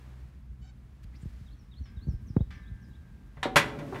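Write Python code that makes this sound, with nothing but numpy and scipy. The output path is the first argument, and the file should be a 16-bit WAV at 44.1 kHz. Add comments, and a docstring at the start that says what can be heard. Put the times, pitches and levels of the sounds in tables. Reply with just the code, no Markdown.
"""A quiet farmyard, by a steel cattle chute. Light wind puffs on the microphone over a soft hiss and
a low hum, perhaps a far motor. A rail squeaks faintly, clothes rustle, a hand slides on a rope, a small
bird whistles in the trees and pipes clink twice. Then the chute's latch clanks and its gate slams:
the struck steel rings in its modes, the frame rattles and drones on, and the pens around answer."""
import sys
import numpy as np
from scipy import signal
from scipy.fft import rfft, irfft, next_fast_len
from scipy.io import wavfile
from scipy.ndimage import map_coordinates

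SR = 44100
rng = np.random.default_rng(int(sys.argv[2]) if len(sys.argv) > 2 else 0)


def wrap_up_sound(samples):
    """Save the sound to the file named by the first command line argument, as 16-bit audio."""
    columns = np.atleast_2d(samples).T
    # keep every value between -1 and 1, then stretch to whole-number steps
    tamed = np.clip(columns, -1, 1)
    steps = np.round(tamed * 32767).astype(np.int16)
    wavfile.write(sys.argv[1], SR, steps)


N = 176400
T = np.arange(N) / SR

# wind rumble on the microphone (time [s], level [dB])
WIND_LEVEL = [(0, -52), (1.6, -49.5), (2.1, -43.5), (4, -52)]
# its spectrum (frequency [Hz], relative level [dB])
WIND_COLOUR = [(22, -23), (55, 6.5), (110, -6.5), (220, -12), (900, -58.5)]
# eddies hitting the microphone (time [s], level [dB], starting pitch [Hz])
PUFFS = [(1.046, -37, 200), (1.231, -36, 302), (1.256, -30, 290), (1.412, -36.5, 195), (1.81, -34, 255),
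         (1.969, -32, 170), (2.07, -26.5, 283), (2.083, -21.5, 253), (2.108, -30.5, 202),
         (2.135, -28.5, 202), (2.302, -32, 280), (2.365, -14, 436), (2.4057, -19, 277), (2.713, -33, 201)]
# hollow rush behind an eddy (frequency [Hz], relative level [dB])
CHURN_COLOUR = [(300, 5), (750, -8.5), (4000, -58.5)]
# far hum, harmonics 1 to 3 (starting level [dB])
HUM_HARMONICS = [-50, -57, -66]
# hiss of the open yard (time [s], level [dB])
AIR_LEVEL = [(0, -59.5), (.22, -62), (.45, -69.5), (1.3, -64), (1.7, -67), (3.3, -65.5), (4, -49)]
# its spectrum (frequency [Hz], relative level [dB])
AIR_COLOUR = [(300, 7.5), (500, 0.5), (1800, -2.5), (3000, -9.5), (6000, -16.5), (15500, -26)]
# rustles of cloth and rope (time [s], length [s], level [dB])
RUSTLES = [(1.028, 0.023, -63), (1.07, 0.53, -71)]
# their spectrum (frequency [Hz], relative level [dB])
CLOTH_COLOUR = [(300, -33), (1500, 4), (5000, -2.5), (15000, -15)]
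# slides on the rope (time [s], length [s], start pitch [Hz], end pitch [Hz], level [dB])
SCRAPES = [(1.117, 0.057, 1650, 2900, -65.5), (1.139, 0.048, 3350, 6400, -67),
           (1.2, 0.051, 7360, 8500, -71)]
# bird notes (delay [s], length [s], start [Hz], middle [Hz], end [Hz], relative level [dB])
SLOW_MOTIF = [(0, 0.038, 3840, 3575, 2930, -2), (.045, 0.05, 3650, 4290, 4480, -2.5),
              (.11, .07, 6250, 5400, 4980, -5.5)]
QUICK_MOTIF = [(0, .045, 6400, 5440, 4620, -1.5), (.085, 0.028, 3950, 3830, 3660, -5.5),
               (.12, .036, 3200, 3700, 4080, 1)]
# repeats of each motif (time [s], level [dB])
SLOW_SONG = [(1.458, -68), (1.71, -63.5), (1.963, -65)]
QUICK_SONG = [(2.268, -67.5), (2.535, -69), (2.812, -71.5)]
# each steel part's crowd of lesser modes (frequency [Hz], relative level [dB])
PIPE_COLOUR = [(200, -16), (900, -4), (2400, 3.5), (2700, -4), (3200, -2), (15000, -36)]
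LATCH_COLOUR = [(100, -9), (500, -11), (850, 1), (2100, -1), (2600, -8.5), (3700, -1), (4800, -17),
                (9000, -23), (15500, -44)]
GATE_COLOUR = [(50, -20), (140, -6.5), (380, -7.5), (600, 0.5), (1300, 2), (2400, 2.5), (3500, -7),
               (5500, -12.5), (8000, -17.5), (11400, -19), (12800, -24.5), (15500, -33)]
FRAME_COLOUR = [(60, -37), (200, 1), (350, 5), (1200, -6.5), (6000, -50)]
# decay of those lesser modes (frequency [Hz], T60 [s])
STEEL_T60 = [(150, 0.15), (1500, 0.17), (13000, 0.11)]
# each part's clear modes (frequency [Hz], relative level [dB], T60 [s])
PIPE_MODES = [(1205, -4, .4), (1605, -12, 3.6), (1696, -5.5, 2.9), (1780, -5.5, 1.2), (2054, -8, .9),
              (2237, -4, .65)]
LATCH_MODES = [(760, -5, 1), (2850, -10, 0.074)]
FRAME_MODES = [(131.1, -5, 1.35), (216.6, -6.5, 0.92), (257.9, -7.5, 6), (334.3, -2.5, 0.53),
               (421, -7, 2.1)]
# the gate's clear modes (frequency [Hz], relative level [dB])
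GATE_MODES = [(140.9, -0.5), (570, -3), (916, -5), (1058, -2.5), (1431, -10), (1583, -6), (1682, -8),
              (1760, -8.5), (1854, -8.5), (1987, 3), (2316, -9), (2500, -8), (2671, -8.5), (2805, -13),
              (3348, -9), (3547, -6), (4166, -8.5), (5642, -17.5), (5836, -16)]
# taps on small pipes (time [s], level [dB], factor on mode frequencies [ratio])
CLINKS = [(1.857, -61, .935), (2.506, -50, 0.99)]
# reverberation of the pens (frequency [Hz], T60 [s], gain [dB])
PEN_REVERB = [(347, 4, -3), (895, 0.8, -15.5), (2180, .42, -11), (13000, 0.33, -17)]
# blows on the gate (time [s], level [dB], treble tilt [dB/octave])
GATE_BLOWS = [(3.37, -51, -6.5), (3.5586, -16.5, 0.5), (3.5657, -16, 1.56), (3.607, -33.5, -3.5),
              (3.789, -44.5, -1.5), (3.945, -43, -4), (3.958, -40.5, -5)]
# latch contacts (time [s], level [dB])
LATCH_HITS = [(3.4295, -26.5), (3.439, -43)]
# jolts of the heavy frame (time [s], level [dB])
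FRAME_JOLTS = [(3.455, -26), (3.575, -28.5), (3.925, -35)]


def amp(db):
    """Decibels to gain."""
    return 10 ** (np.asarray(db) / 20)


def unit(x):
    """Scale to rms 1."""
    return x / np.sqrt(np.mean(x ** 2) + 1e-20)


def along(points, hz):
    """Read (frequency [Hz], value) points on a log axis."""
    freqs, values = np.transpose(points)
    return np.interp(np.log(hz + 1), np.log(freqs + 1), values)


def level(points):
    """Gain per sample from (time [s], level [dB]) points."""
    return amp(np.interp(T, *np.transpose(points)))


def wobble(rate, size=N):
    """A smooth random curve, rate knots a second."""
    return map_coordinates(rng.standard_normal(int(size * rate / SR) + 4), [T[:size] * rate])


def filtered(x, response):
    """Filter x by a gain that depends on frequency."""
    padded = next_fast_len(len(x) + 8192)
    return irfft(rfft(x, padded) * response(np.fft.rfftfreq(padded, 1 / SR)), padded)[:len(x)]


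def noise(colour, size=N):
    """Coloured noise of rms 1."""
    return unit(filtered(rng.standard_normal(size), lambda hz: amp(along(colour, hz))))


def add(track, s, sound):
    """Mix a sound into the track at time s."""
    part = track[round(s * SR):][:len(sound)]
    part += sound[:len(part)]


def dying(x, t60s):
    """Each frequency of x dies at its own speed."""
    hz, t, spectrum = signal.stft(x, SR, nperseg=256)
    decay = amp(-60 * t / along(t60s, hz)[:, None])
    return signal.istft(spectrum * decay, SR, nperseg=256)[1][:len(x)]


def wind(sag_cycles=1.506, peak_cycles=1.164, snap_delay_s=0.00287, snap_s=0.00028, churn_t60=0.1):
    """Wind right on the microphone: a lumpy rumble, and eddies that thump with a falling pitch."""
    out = amp(2.2 * wobble(37)) * level(WIND_LEVEL) * noise(WIND_COLOUR)
    t = T[:SR // 5]
    edge = (t - snap_delay_s) / snap_s
    snap = 2 * edge / (1 + edge ** 2) * np.exp(-(edge / 3.5) ** 2)
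    for s, db, hz in PUFFS:
        cycles = sag_cycles * np.log1p(hz * t / sag_cycles)
        age = cycles / peak_cycles
        thump = (age * np.exp((1 - age ** 2) / 2)) ** 0.815 * np.sin(2 * np.pi * cycles)
        churn = noise(CHURN_COLOUR, len(t)) * amp(-60 * t / churn_t60) * np.minimum(t / snap_delay_s, 1)
        # only the hardest eddies snap and churn audibly
        add(out, s, amp(db) * thump + amp(21 + 3.32 * db) * snap + amp(-9 + 1.666 * db) * churn)
    return out


def motor(hum_hz=62.23, fade_db_per_s=2):
    """Far off, perhaps a motor: a slightly unsteady hum that slowly fades."""
    turns = np.cumsum(hum_hz * (1 + 0.01188 * wobble(4.88))) / SR
    hum = sum(amp(db + 3 * wobble(4.72)) * np.sqrt(2) * np.sin(2 * np.pi * k * turns)
              for k, db in enumerate(HUM_HARMONICS, 1))
    return amp(-fade_db_per_s * T) * hum


def air():
    """The open yard: a soft hiss that swells at the end."""
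    return level(AIR_LEVEL) * amp(0.33 * wobble(7.7)) * noise(AIR_COLOUR)


def rail_squeak(start_s=0.605, length_s=0.12, pitch_hz=756, half_width_hz=66, db=-66.5):
    """A faint, hoarse rub on a rail: narrow noise bands in a harmonic row."""
    def bands(hz):
        peaks = sum(1 / (1 + ((hz - k * pitch_hz) / half_width_hz) ** 2) for k in range(1, 11))
        return peaks / np.hypot(hz, 5 * pitch_hz)

    out, size = np.zeros(N), int(length_s * SR)
    rub = unit(filtered(rng.standard_normal(size), bands))
    add(out, start_s, amp(db) * signal.windows.tukey(size) * rub)
    return out


def rustles():
    """Short grainy swishes of cloth and rope."""
    swell = np.zeros(N)
    for s, length, db in RUSTLES:
        add(swell, s, amp(db) * signal.windows.tukey(int(length * SR), 0.7))
    return swell * amp(1.2 * wobble(90)) * noise(CLOTH_COLOUR)


def rope_scrapes(relative_width=0.3):
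    """A hand slides on the rope: narrow hisses that rise in pitch."""
    out = np.zeros(N)
    for s, length, from_hz, to_hz, db in SCRAPES:
        size = int(length * SR)
        phase = 2 * np.pi * np.cumsum(np.linspace(from_hz, to_hz, size)) / SR
        hiss = sum(wobble(relative_width * to_hz, size) * wave(phase) for wave in (np.sin, np.cos))
        add(out, s, amp(db) * np.hanning(size) * unit(hiss))
    return out


def bird(echo_t60=0.34):
    """Off in the trees, a small bird whistles two gliding motifs, three times each, with an echo."""
    dry = np.zeros(N)
    for motif, song in (SLOW_MOTIF, SLOW_SONG), (QUICK_MOTIF, QUICK_SONG):
        for s, db in song:
            for delay, length, *pitches, note_db in motif:
                progress = np.linspace(0, 1, int(length * SR))
                glide = np.polyval(np.polyfit([0, 0.5, 1], pitches, 2), progress)
                hz = glide * (1 + rng.normal(0, 0.0089))
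                arch = np.sqrt(np.abs(np.sin(np.pi * progress)))
                add(dry, s + delay, amp(db + note_db) * arch * np.sin(2 * np.pi * np.cumsum(hz) / SR))
    dry *= amp(2.8 * wobble(190))  # the level flutters
    echo = rng.standard_normal(SR // 2) * amp(-60 * T[:SR // 2] / echo_t60)
    return dry + amp(-1) * signal.fftconvolve(dry, echo / np.linalg.norm(echo))[:N]


def struck(s, db, colour, modes, ring_db, tilt_db=0, attack_s=0.00022):
    """One blow on steel: a clash of many short modes, and clear ones that ring a little unsteadily."""
    out, t = np.zeros(N), T[:SR]
    tilt = lambda hz: amp(tilt_db * np.log2(np.clip(hz, 200, 8000) / 1500))
    clash = dying(unit(filtered(noise(colour, SR), tilt)), STEEL_T60)
    ring = np.zeros(SR)
    scatter = rng.standard_normal((len(modes), 2))
    for (hz, mode_db, t60), (stray_db, half_turns) in zip(modes, scatter):
        phase = 2 * np.pi * hz * t + np.pi * half_turns + 0.52 * wobble(40.5, SR)
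        ring += tilt(hz) * amp(mode_db + stray_db - 60 * t / t60) * np.sin(phase)
    add(out, s, amp(db) * (clash + amp(ring_db) * ring) * (1 - np.exp(-t / attack_s)))
    return out


def pipes():
    """Light taps on ringing pipes of slightly different length."""
    out = np.zeros(N)
    for s, db, pitch in CLINKS:
        modes = [(hz * pitch, mode_db, t60) for hz, mode_db, t60 in PIPE_MODES]
        out += struck(s, db, PIPE_COLOUR, modes, ring_db=-8)
    return out


def pens(x):
    """Rails and boards around the microphone keep the sound going, longest in the bass."""
    t60s = [(hz, t60) for hz, t60, _ in PEN_REVERB]
    gains = [(hz, db) for hz, _, db in PEN_REVERB]
    unit_energy = lambda hz: np.sqrt(2 * np.log(1000) / (SR * along(t60s, hz)))
    tail = dying(rng.standard_normal(SR), t60s)
    tail = filtered(tail, lambda hz: amp(along(gains, hz)) * unit_energy(hz))
    return signal.fftconvolve(x, tail)[:N]


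def chute(gate_t60=0.17, slap_hz=1210, slap_cycles=0.71, slap_boost_db=14):
    """The latch lets go, the gate slaps its stop, rings and rattles, the frame shudders."""
    latch = sum(struck(s, db, LATCH_COLOUR, LATCH_MODES, ring_db=-6) for s, db in LATCH_HITS)
    modes = [(hz, db, gate_t60) for hz, db in GATE_MODES]
    gate = sum(struck(s, db, GATE_COLOUR, modes, ring_db=-7.5, tilt_db=tilt)
               for s, db, tilt in GATE_BLOWS)
    # on the hardest blow the flat of the gate meets its stop
    s, db, _ = max(GATE_BLOWS, key=lambda blow: blow[1])
    cycles = slap_hz * T[:SR // 20]
    slap = np.exp(-(cycles / slap_cycles) ** 2) * np.sin(2 * np.pi * cycles)
    add(gate, s, amp(db + slap_boost_db) * slap)
    frame = sum(struck(s, db, FRAME_COLOUR, FRAME_MODES, ring_db=-12.5) for s, db in FRAME_JOLTS)
    return latch + gate + frame


def scene():
    """At one microphone: the steel and its echo over the sounds of the yard."""
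    steel, clinks = chute(), pipes()
    yard = wind() + motor() + rustles() + rope_scrapes() + rail_squeak() + bird() + air()
    echo = pens(steel + amp(12) * clinks)  # more echo sets the clinks farther off
    return (steel + clinks + echo + yard)[None]


def record(dry, ceiling=0.7, low_cut_hz=38, top_hz=15700):
    """The microphone rounds off the highest peaks, thins the lowest bass and cuts the top treble."""
    rounded = dry / (1 + (dry / ceiling) ** 6) ** (1 / 6)
    low_cut = lambda hz: (hz / low_cut_hz) ** 4 / np.sqrt(1 + (hz / low_cut_hz) ** 8)
    passband = lambda hz: low_cut(hz) / np.sqrt(1 + (hz / top_hz) ** 200)
    return np.array([filtered(channel, passband) for channel in rounded])


dry = scene()
out = record(dry)
wrap_up_sound(out)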